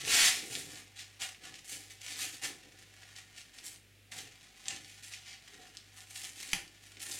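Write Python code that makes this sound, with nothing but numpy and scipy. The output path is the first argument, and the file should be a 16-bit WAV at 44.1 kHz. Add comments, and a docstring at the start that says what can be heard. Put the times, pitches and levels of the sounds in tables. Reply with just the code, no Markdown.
"""Peeling tape off a wooden panel

Gloved hands peel masking tape off a glued panel in a small workshop: one long rip, then short pulls.
The glue lets go in a swarm of tiny random snaps; ticks of noise make the paper strip crinkle and crack.
Duller swarms are a glove rubbing the wood, and narrow bands of noise are its faint squeaks.
All of it bounces once off the panel and dies quickly in the room, over soft hiss and a faint, beating hum."""
import sys
import numpy as np
from scipy import signal
from scipy.fft import rfft, irfft
from scipy.io import wavfile
from scipy.ndimage import uniform_filter1d, map_coordinates

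SR = 44100
rng = np.random.default_rng(int(sys.argv[2]) if len(sys.argv) > 2 else 0)


def int16_out(signal):
    """Quantize to a 16-bit WAV file."""
    q = np.round(np.clip(np.atleast_2d(signal).T, -1, 1) * 32767)
    wavfile.write(sys.argv[1], SR, q.astype(np.int16))


N = 317079
T = np.arange(N) / SR  # time of every sample, in seconds
FREQS = np.maximum(np.fft.rfftfreq(2 * N, 1 / SR), 1)  # in Hz, for filters on twice the length

# All source levels below are before the room.
# Pulls on the strip: start_s, rise_s, hold_s, level_db, body_db, top_db
# (body_db is the low-mid part and top_db the crisp part, both relative to level_db)
TAPE_PULLS = [(0.0, 0.0016, 0.015, -45, -20, -9.5), (0.036, 0.11, 0.12, -27, -18, -6.5),
              (0.401, 0.13, .07, -46.5, -19.5, -2), (0.692, 0.031, 0.05, -52.5, -12.5, -5),
              (0.947, 0.038, 0.021, -49, -23, -11.5), (1.193, .028, 0.0085, -39.5, -14.5, -7.5),
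              (1.412, 0.029, 0.026, -52, -11.5, -10.5), (1.53, 0.0048, 0.037, -56, -23, -10.5),
              (1.635, 0.093, 0.01, -46, -23, -0.5), (1.79, .025, .03, -59, -20, -3),
              (1.889, 0.0087, 0.012, -54.5, -22, -5), (1.981, .125, 0.033, -45.5, -20, -7.5),
              (2.144, .082, .016, -40, -18, -3), (2.314, 0.023, 0.0072, -50.5, -17, -5),
              (2.414, .016, 0.019, -40, -13, -4.5), (2.786, 0.0044, 0.016, -59.5, -18, -6),
              (2.959, 0.011, .16, -64.5, -10, -10), (3.15, 0.013, 0.0054, -50, -18, -9),
              (3.341, 0.039, .011, -54, -20, -7), (3.505, 0.075, .045, -57.5, -16, -5.5),
              (3.633, 0.031, 0.0062, -50, -21, 3), (4.114, 0.0036, 0.0055, -47.5, -11.5, -4),
              (4.136, 0.033, 0.027, -50, -15, -5), (4.307, .008, 0.0044, -56, -16, -15),
              (4.553, .02, 0.071, -61, -14.5, -7.5), (4.648, 0.027, .06, -48, -13.5, -10.5),
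              (4.784, 0.026, .13, -59, -19.5, -6), (5.021, 0.011, .045, -54, -23, -3),
              (5.099, 0.025, 0.011, -48.5, -20, -9), (5.193, .11, .01, -50, -19, -14.5),
              (5.383, 0.074, 0.22, -61, -11.5, -9), (5.916, 0.064, 0.0096, -59.5, -10.5, -0.5),
              (6.051, 0.19, .008, -48.5, -18, -2), (6.314, 0.078, 0.12, -53, -20, -4),
              (6.528, .006, .014, -45, -9.5, -1.5), (6.8, 0.026, .08, -64, -17.5, -5),
              (6.994, 0.0039, .19, -50, -17.5, 1)]
# Faint rustle of the slack strip between pulls: level_db, body_db, top_db (the last two relative)
SLACK_RUSTLE = (-66, -12, -11)
# Sound colour of the tape: freq_hz, density_db
TAPE_SPECTRUM = [(200, -21), (400, -27), (750, -15), (1200, -12), (1700, -2), (2400, 3), (4000, -2),
                 (7300, -3), (10000, -8.5), (13000, -18), (15800, -26)]
# Sound colour of the strip jerking free of a glued spot: freq_hz, density_db
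JERK_SPECTRUM = [(40, -5), (90, -5.5), (170, 0.5), (400, -29), (750, -13), (1200, -8), (2200, 5),
                 (3600, -1), (6000, -2), (8100, -10), (11000, -6), (15800, -38)]
# Single cracks of paper and dried glue: start_s, peak_db, centre_hz
PAPER_CRACKS = [(0.0505, -20, 4300), (0.5527, -16, 4300), (0.7573, -30, 3900), (1.2191, -19, 4100),
                (1.3473, -36, 2500), (1.5419, -30, 3900), (2.0166, -28, 5700), (2.159, -27, 4000),
                (2.207, -21, 6200), (2.4368, -19, 4700), (2.4464, -20, 5600), (3.032, -37, 1900),
                (3.1633, -30, 5000), (3.3784, -32, 3800), (3.4155, -33, 4100), (3.5866, -32, 3200),
                (3.6653, -27, 7000), (3.6814, -25, 7400), (3.7602, -37, 6300), (4.1202, -28, 2600),
                (4.1809, -27, 6200), (4.189, -25, 4300), (4.2052, -29, 4700), (4.6568, -28, 3200),
                (4.6832, -12, 6200), (4.7064, -24, 3300), (4.7632, -28, 3900), (4.8465, -32, 3000),
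                (5.1374, -23, 4100), (5.1452, -31, 3300), (5.3299, -34, 3500), (5.7705, -24, 4300),
                (6.0057, -31, 4800), (6.1586, -27, 3700), (6.2181, -31, 4900), (6.244, -23, 4400),
                (6.293, -30, 5200), (6.3941, -31, 5200), (6.6784, -36, 5400), (6.9701, -34, 2800),
                (7.0035, -28, 3400), (7.0287, -22, 9600), (7.067, -25, 5100), (7.1136, -21, 6500),
                (7.1176, -21, 8200), (7.1263, -24, 6800)]
# Strokes of glove and sleeve on the panel: start_s, rise_s, hold_s, level_db
GLOVE_RUBS = [(0.0, 0.05, 0.16, -50.5), (0.336, .05, 0.18, -53.5), (.63, 0.019, 0.1, -60),
              (1.186, 0.023, .006, -68), (1.386, 0.059, 0.016, -58), (1.686, 0.067, 0.027, -59.5),
              (2.02, 0.053, .09, -65.5), (2.187, 0.035, 0.029, -58.5), (2.422, 0.013, .006, -52.5),
              (2.62, .03, 0.11, -65.5), (3.54, 0.055, 0.094, -69.5), (4.118, 0.045, .05, -59.5),
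              (4.662, .07, .02, -59.5), (5.452, 0.093, .12, -66), (6.188, 0.047, 0.3, -67),
              (6.522, .01, .01, -56.5), (6.942, 0.065, .16, -61.5)]
# Sound colour of the rubbing: freq_hz, density_db
RUB_SPECTRUM = [(50, -33), (90, 5), (145, 6.5), (200, -8), (300, 4.5), (420, 1.5), (600, -12), (1000, -16),
                (2000, -49)]
# The glove catches on the wood: middle_s, length_s, pitch_hz, level_db
GLOVE_SQUEAKS = [(4.17, 0.044, 754, -67.5), (5.63, 0.048, 740, -73)]
# Resonances and dips of the panel and its surroundings: centre_hz, width_hz, gain_db
PANEL_RESONANCES = [(554, 30, 6), (771, 146, 11), (914, 46, -15.5), (1440, 42, 3.5), (1553, 88, -6.5),
                    (1808, 83, 4), (2390, 600, -3.5), (3880, 120, 0)]
# Stereo width: freq_hz, side_minus_mid_db
STEREO_WIDTH = [(60, -17), (200, -11), (400, -12), (750, -15), (1300, -18), (2400, -19), (4400, -22),
                (8100, -19), (15000, -29)]
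# Sound colour of the workshop hiss: freq_hz, density_db
HISS_SPECTRUM = [(30, -28), (60, -22), (130, -16), (330, -18), (600, -25), (1050, -32), (2300, -19),
                 (5000, -28), (10000, -32), (15800, -38)]

REST_FROM_S, REST_TO_S = 3.76, 4.11  # the strip hangs still
PULL_FADE_DB_PER_S, LONG_PULL_S = 268.5, 0.28  # a pull of LONG_PULL_S fades half as fast
RUB_FADE_DB_PER_S = 107
BOUNCE_S, BOUNCE_DB = 0.0041, -6.5  # level relative to the direct sound
ROOM_DB = -3.5  # relative to the direct sound
ROOM_T60_S, ROOM_TOP_T60_S = 0.3, 0.25  # time to fade by 60 dB: lower part, treble
HISS_DB = -65
TOP_HZ = 15800


def tape(per_s=3400, gentle_db=-58, speed_law=0.65, spread_db=4.0, judder_db=2.5, judder_rate_hz=170):
    """Threads of glue snap one by one; a faster pull is louder and merges them into a dense rip."""
    level, body, top = peeling()
    # at the gentle level the speed is 1, with per_s snaps a second
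    speed = (level / undb(gentle_db)) ** speed_law
    # a slow peel sticks and slips, so the snaps come in clumps; a fast one runs evenly
    judder = judder_db * walk(judder_rate_hz) / np.sqrt(np.maximum(speed, 1))
    swarm = snaps(per_s * speed, spread_db) * undb(judder)
    paper = colour(TAPE_SPECTRUM)
    low = 1 / (1 + (FREQS / 1600) ** 5)
    high = 1 / (1 + (7200 / FREQS) ** 7)
    middle = 1 - low - high
    # each pull has its own share of low body, mid rasp and crisp top
    low_body = shape(swarm * body, unit(paper * low, 700, 1550))
    rasp = shape(swarm * level, unit(paper * middle, 2500, 7500))
    crisp = shape(swarm * top, unit(paper * high, 7500, 15000))
    return low_body + rasp + crisp


def peeling():
    """Amplitudes of the strip's rasp, body and top: the pulls add their power to the slack rustle."""
    db, body_db, top_db = SLACK_RUSTLE
    moving = (T < REST_FROM_S) | (T > REST_TO_S)
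    power = np.outer(undb([db, db + body_db, db + top_db]) ** 2, moving)
    for start_s, rise_s, hold_s, db, body_db, top_db in TAPE_PULLS:
        # a quick tug stops fast, a long pull fades more slowly
        fade_db_per_s = PULL_FADE_DB_PER_S / (1 + (rise_s + hold_s) / LONG_PULL_S)
        pull = stroke(start_s, rise_s, hold_s, fade_db_per_s)
        power += np.outer(undb([db, db + body_db, db + top_db]) ** 2, pull ** 2)
    return np.sqrt(power)


def jerk(at_s=6.5323, level_db=-22.0, tear_s=0.0013, fade_s=0.00039, size=256):
    """The glued spot tears through in a millisecond or two: a loud snap that also thumps the panel."""
    t = np.arange(size) / SR
    fibres = rng.choice([-1, 1], size) * np.exp(-np.maximum(t - tear_s, 0) / fade_s)
    snap = shape(np.pad(fibres, (0, N - size)), causal(colour(JERK_SPECTRUM)))
    # the level is the rms over the first size samples
    snap *= undb(level_db) / np.sqrt(np.mean(snap[:size] ** 2))
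    return np.pad(snap, (int(at_s * SR), 0))[:N]


def cracks(size=256):
    """A crease buckles or a bead of glue breaks: a sharp tick with a gritty tail, coloured by the paper."""
    out = np.zeros(N + size)
    t = np.arange(size) / SR
    paper = irfft(causal(colour(TAPE_SPECTRUM)))[:size]
    grit = 0.18 * np.exp(-t / 0.0006)
    noises = rng.standard_normal((len(PAPER_CRACKS), size))
    for (start_s, peak_db, centre_hz), noise in zip(PAPER_CRACKS, noises):
        push = grit * noise
        push[0] = 1  # the sharp tick
        # small creases sound higher than large ones
        edges_hz = [centre_hz / 1.8, min(centre_hz * 1.9, SR / 2.3)]
        band = signal.butter(2, edges_hz, "band", fs=SR)
        crack = signal.lfilter(*band, np.convolve(push, paper)[:size])
        i = int(start_s * SR)
        out[i:i + size] += undb(peak_db) * crack / np.abs(crack).max()
    return out[:N]


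def glove(per_s=900, spread_db=5.0):
    """The steadying hand drags over the wood in small dull slips."""
    power = np.zeros(N)
    for start_s, rise_s, hold_s, level_db in GLOVE_RUBS:
        power += (undb(level_db) * stroke(start_s, rise_s, hold_s, RUB_FADE_DB_PER_S)) ** 2
    slips = snaps(per_s, spread_db) * np.sqrt(power)
    return shape(slips, unit(colour(RUB_SPECTRUM), 126, 610))


def squeaks(wide_hz=45):
    """Rubber grips the wood for a moment and sings faintly on one narrow resonance."""
    out = np.zeros(N)
    for middle_s, length_s, pitch_hz, level_db in GLOVE_SQUEAKS:
        ring = unit(1 / (1 + (2 * (FREQS - pitch_hz) / wide_hz) ** 2), 0, SR)
        swell = np.exp(-((T - middle_s) / length_s) ** 2)
        out += shape(rng.standard_normal(N), ring) * undb(level_db) * swell
    return out


def workshop(x, sway_s=0.000247, order=6):
    """Direct sound, a bounce off the panel and a short tail; the reflections shift as the hands move."""
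    wood_db = sum(db / (1 + (2 * (FREQS - hz) / wide) ** 2) for hz, wide, db in PANEL_RESONANCES)
    x = shape(x, causal(undb(wood_db)))
    # several reflection patterns trade places at random, with constant total power
    shares = np.array([walk(20) for _ in range(order)])
    shares /= np.linalg.norm(shares, axis=0)
    tail = sum(share * diffuse(x) for share in shares)
    bounce_delay_s = BOUNCE_S + sway_s * walk(2)
    bounce = map_coordinates(x, [(T - bounce_delay_s) * SR], order=3)
    mid = x + undb(BOUNCE_DB) * bounce + undb(ROOM_DB) * tail
    mid /= np.sqrt(1 + undb(BOUNCE_DB) ** 2 + undb(ROOM_DB) ** 2)
    # the two close microphones differ a little in phase and in the reflections they catch
    turned = shape(x, 1j)  # a quarter-cycle phase turn
    side = shape(turned + diffuse(x), colour(STEREO_WIDTH) / np.sqrt(2))
    return np.array([mid + side, mid - side])


def diffuse(x, build_s=0.00039, split_hz=5000):
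    """One random pattern of wall reflections, with unit energy; the treble dies first."""
    t = T[:SR // 2]
    noise = rng.standard_normal(len(t))
    dull = signal.lfilter(*signal.butter(1, split_hz, fs=SR), noise)
    bright = noise - dull
    tail = dull * undb(-60 * t / ROOM_T60_S) + bright * undb(-60 * t / ROOM_TOP_T60_S)
    tail *= 1 - np.exp(-t / build_s)
    return signal.fftconvolve(x, tail / np.sqrt(np.sum(tail ** 2)))[:N]


def room_tone():
    """Soft steady hiss of the workshop: coloured noise, partly different left and right."""
    mid, side = shape(rng.standard_normal((2, N)), unit(colour(HISS_SPECTRUM), 160, 16000))
    side = shape(side, colour(STEREO_WIDTH))
    return undb(HISS_DB) * np.array([mid + side, mid - side])


def hum(mains_db=-75, buzz_db=-70.5, motor_db=-72.5, beat_hz=1.0, lull_s=3.55):
    """Mains hum; a motor runs just off its second harmonic, so the two beat about once a second."""
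    phase = 2 * np.pi * (50 * T + rng.random())
    slip = 2 * np.pi * beat_hz * (T - lull_s)
    mains = undb(mains_db) * np.sin(phase)
    buzz = undb(buzz_db) * np.sin(2 * phase)
    motor = -undb(motor_db) * np.sin(2 * phase - slip)  # opposes the buzz most at lull_s
    return np.sqrt(2) * (mains + buzz + motor)  # levels are rms


def stroke(start_s, rise_s, hold_s, fade_db_per_s):
    """One move of a hand: it gathers speed evenly, holds it, then dies away."""
    rise = np.clip((T - start_s) / max(rise_s, 1e-3), 0, 1)
    fading_s = np.clip(T - start_s - rise_s - hold_s, 0, 1)
    return rise * undb(-fade_db_per_s * fading_s)


def snaps(per_s, spread_db, span=4.42):
    """A swarm of impulses, most small and a few large, with mean power 1."""
    chance = np.clip(per_s / SR, 1e-4, 1)  # of a snap on each sample
    size_db = spread_db * np.minimum(rng.exponential(size=N), span)
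    size = undb(size_db) * rng.choice([-1, 1], N)
    return (rng.random(N) < chance) * size / np.sqrt(chance * np.mean(size ** 2))


def walk(rate_hz):
    """Random levels, each held for 1 / rate_hz seconds, then smoothed twice; spread 1."""
    k = max(int(SR / rate_hz), 1)
    held = np.repeat(rng.standard_normal(N // k + 1), k)[:N]
    smooth = uniform_filter1d(uniform_filter1d(held, k), k)
    return smooth / smooth.std()


def undb(db):
    """Decibels to gain."""
    return 10 ** (np.asarray(db) / 20)


def colour(points):
    """Gain on FREQS of a spectrum drawn through points of freq_hz, level_db."""
    hz, db = np.transpose(points)
    return undb(np.interp(np.log(FREQS), np.log(hz), db))


def unit(gain, lo_hz, hi_hz):
    """Scale a filter so that white noise leaves it with rms 1 inside a band."""
    in_band = (FREQS > lo_hz) & (FREQS < hi_hz)
    return gain / np.sqrt(np.mean(gain ** 2 * in_band))


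def shape(x, gain):
    """Filter by a gain given on FREQS."""
    return irfft(rfft(x, 2 * N) * gain)[..., :N]


def causal(gain):
    """The minimum-phase response with this gain: it rings only after the blow."""
    cepstrum = irfft(np.log(gain + 1e-6))
    # fold the backward half of time onto the forward half
    cepstrum[1:N] *= 2
    cepstrum[N + 1:] = 0
    return np.exp(rfft(cepstrum))


def scene():
    """Tape, cracks and glove in the room, over hiss and hum."""
    sources = tape() + jerk() + cracks() + glove() + squeaks()
    return workshop(sources) + room_tone() + hum()


def record(dry):
    """A steep low-pass filter removes the treble above TOP_HZ."""
    low_pass = signal.ellip(10, 0.1, 80, TOP_HZ, fs=SR, output="sos")
    return signal.sosfilt(low_pass, dry)


dry = scene()
out = record(dry)
int16_out(out)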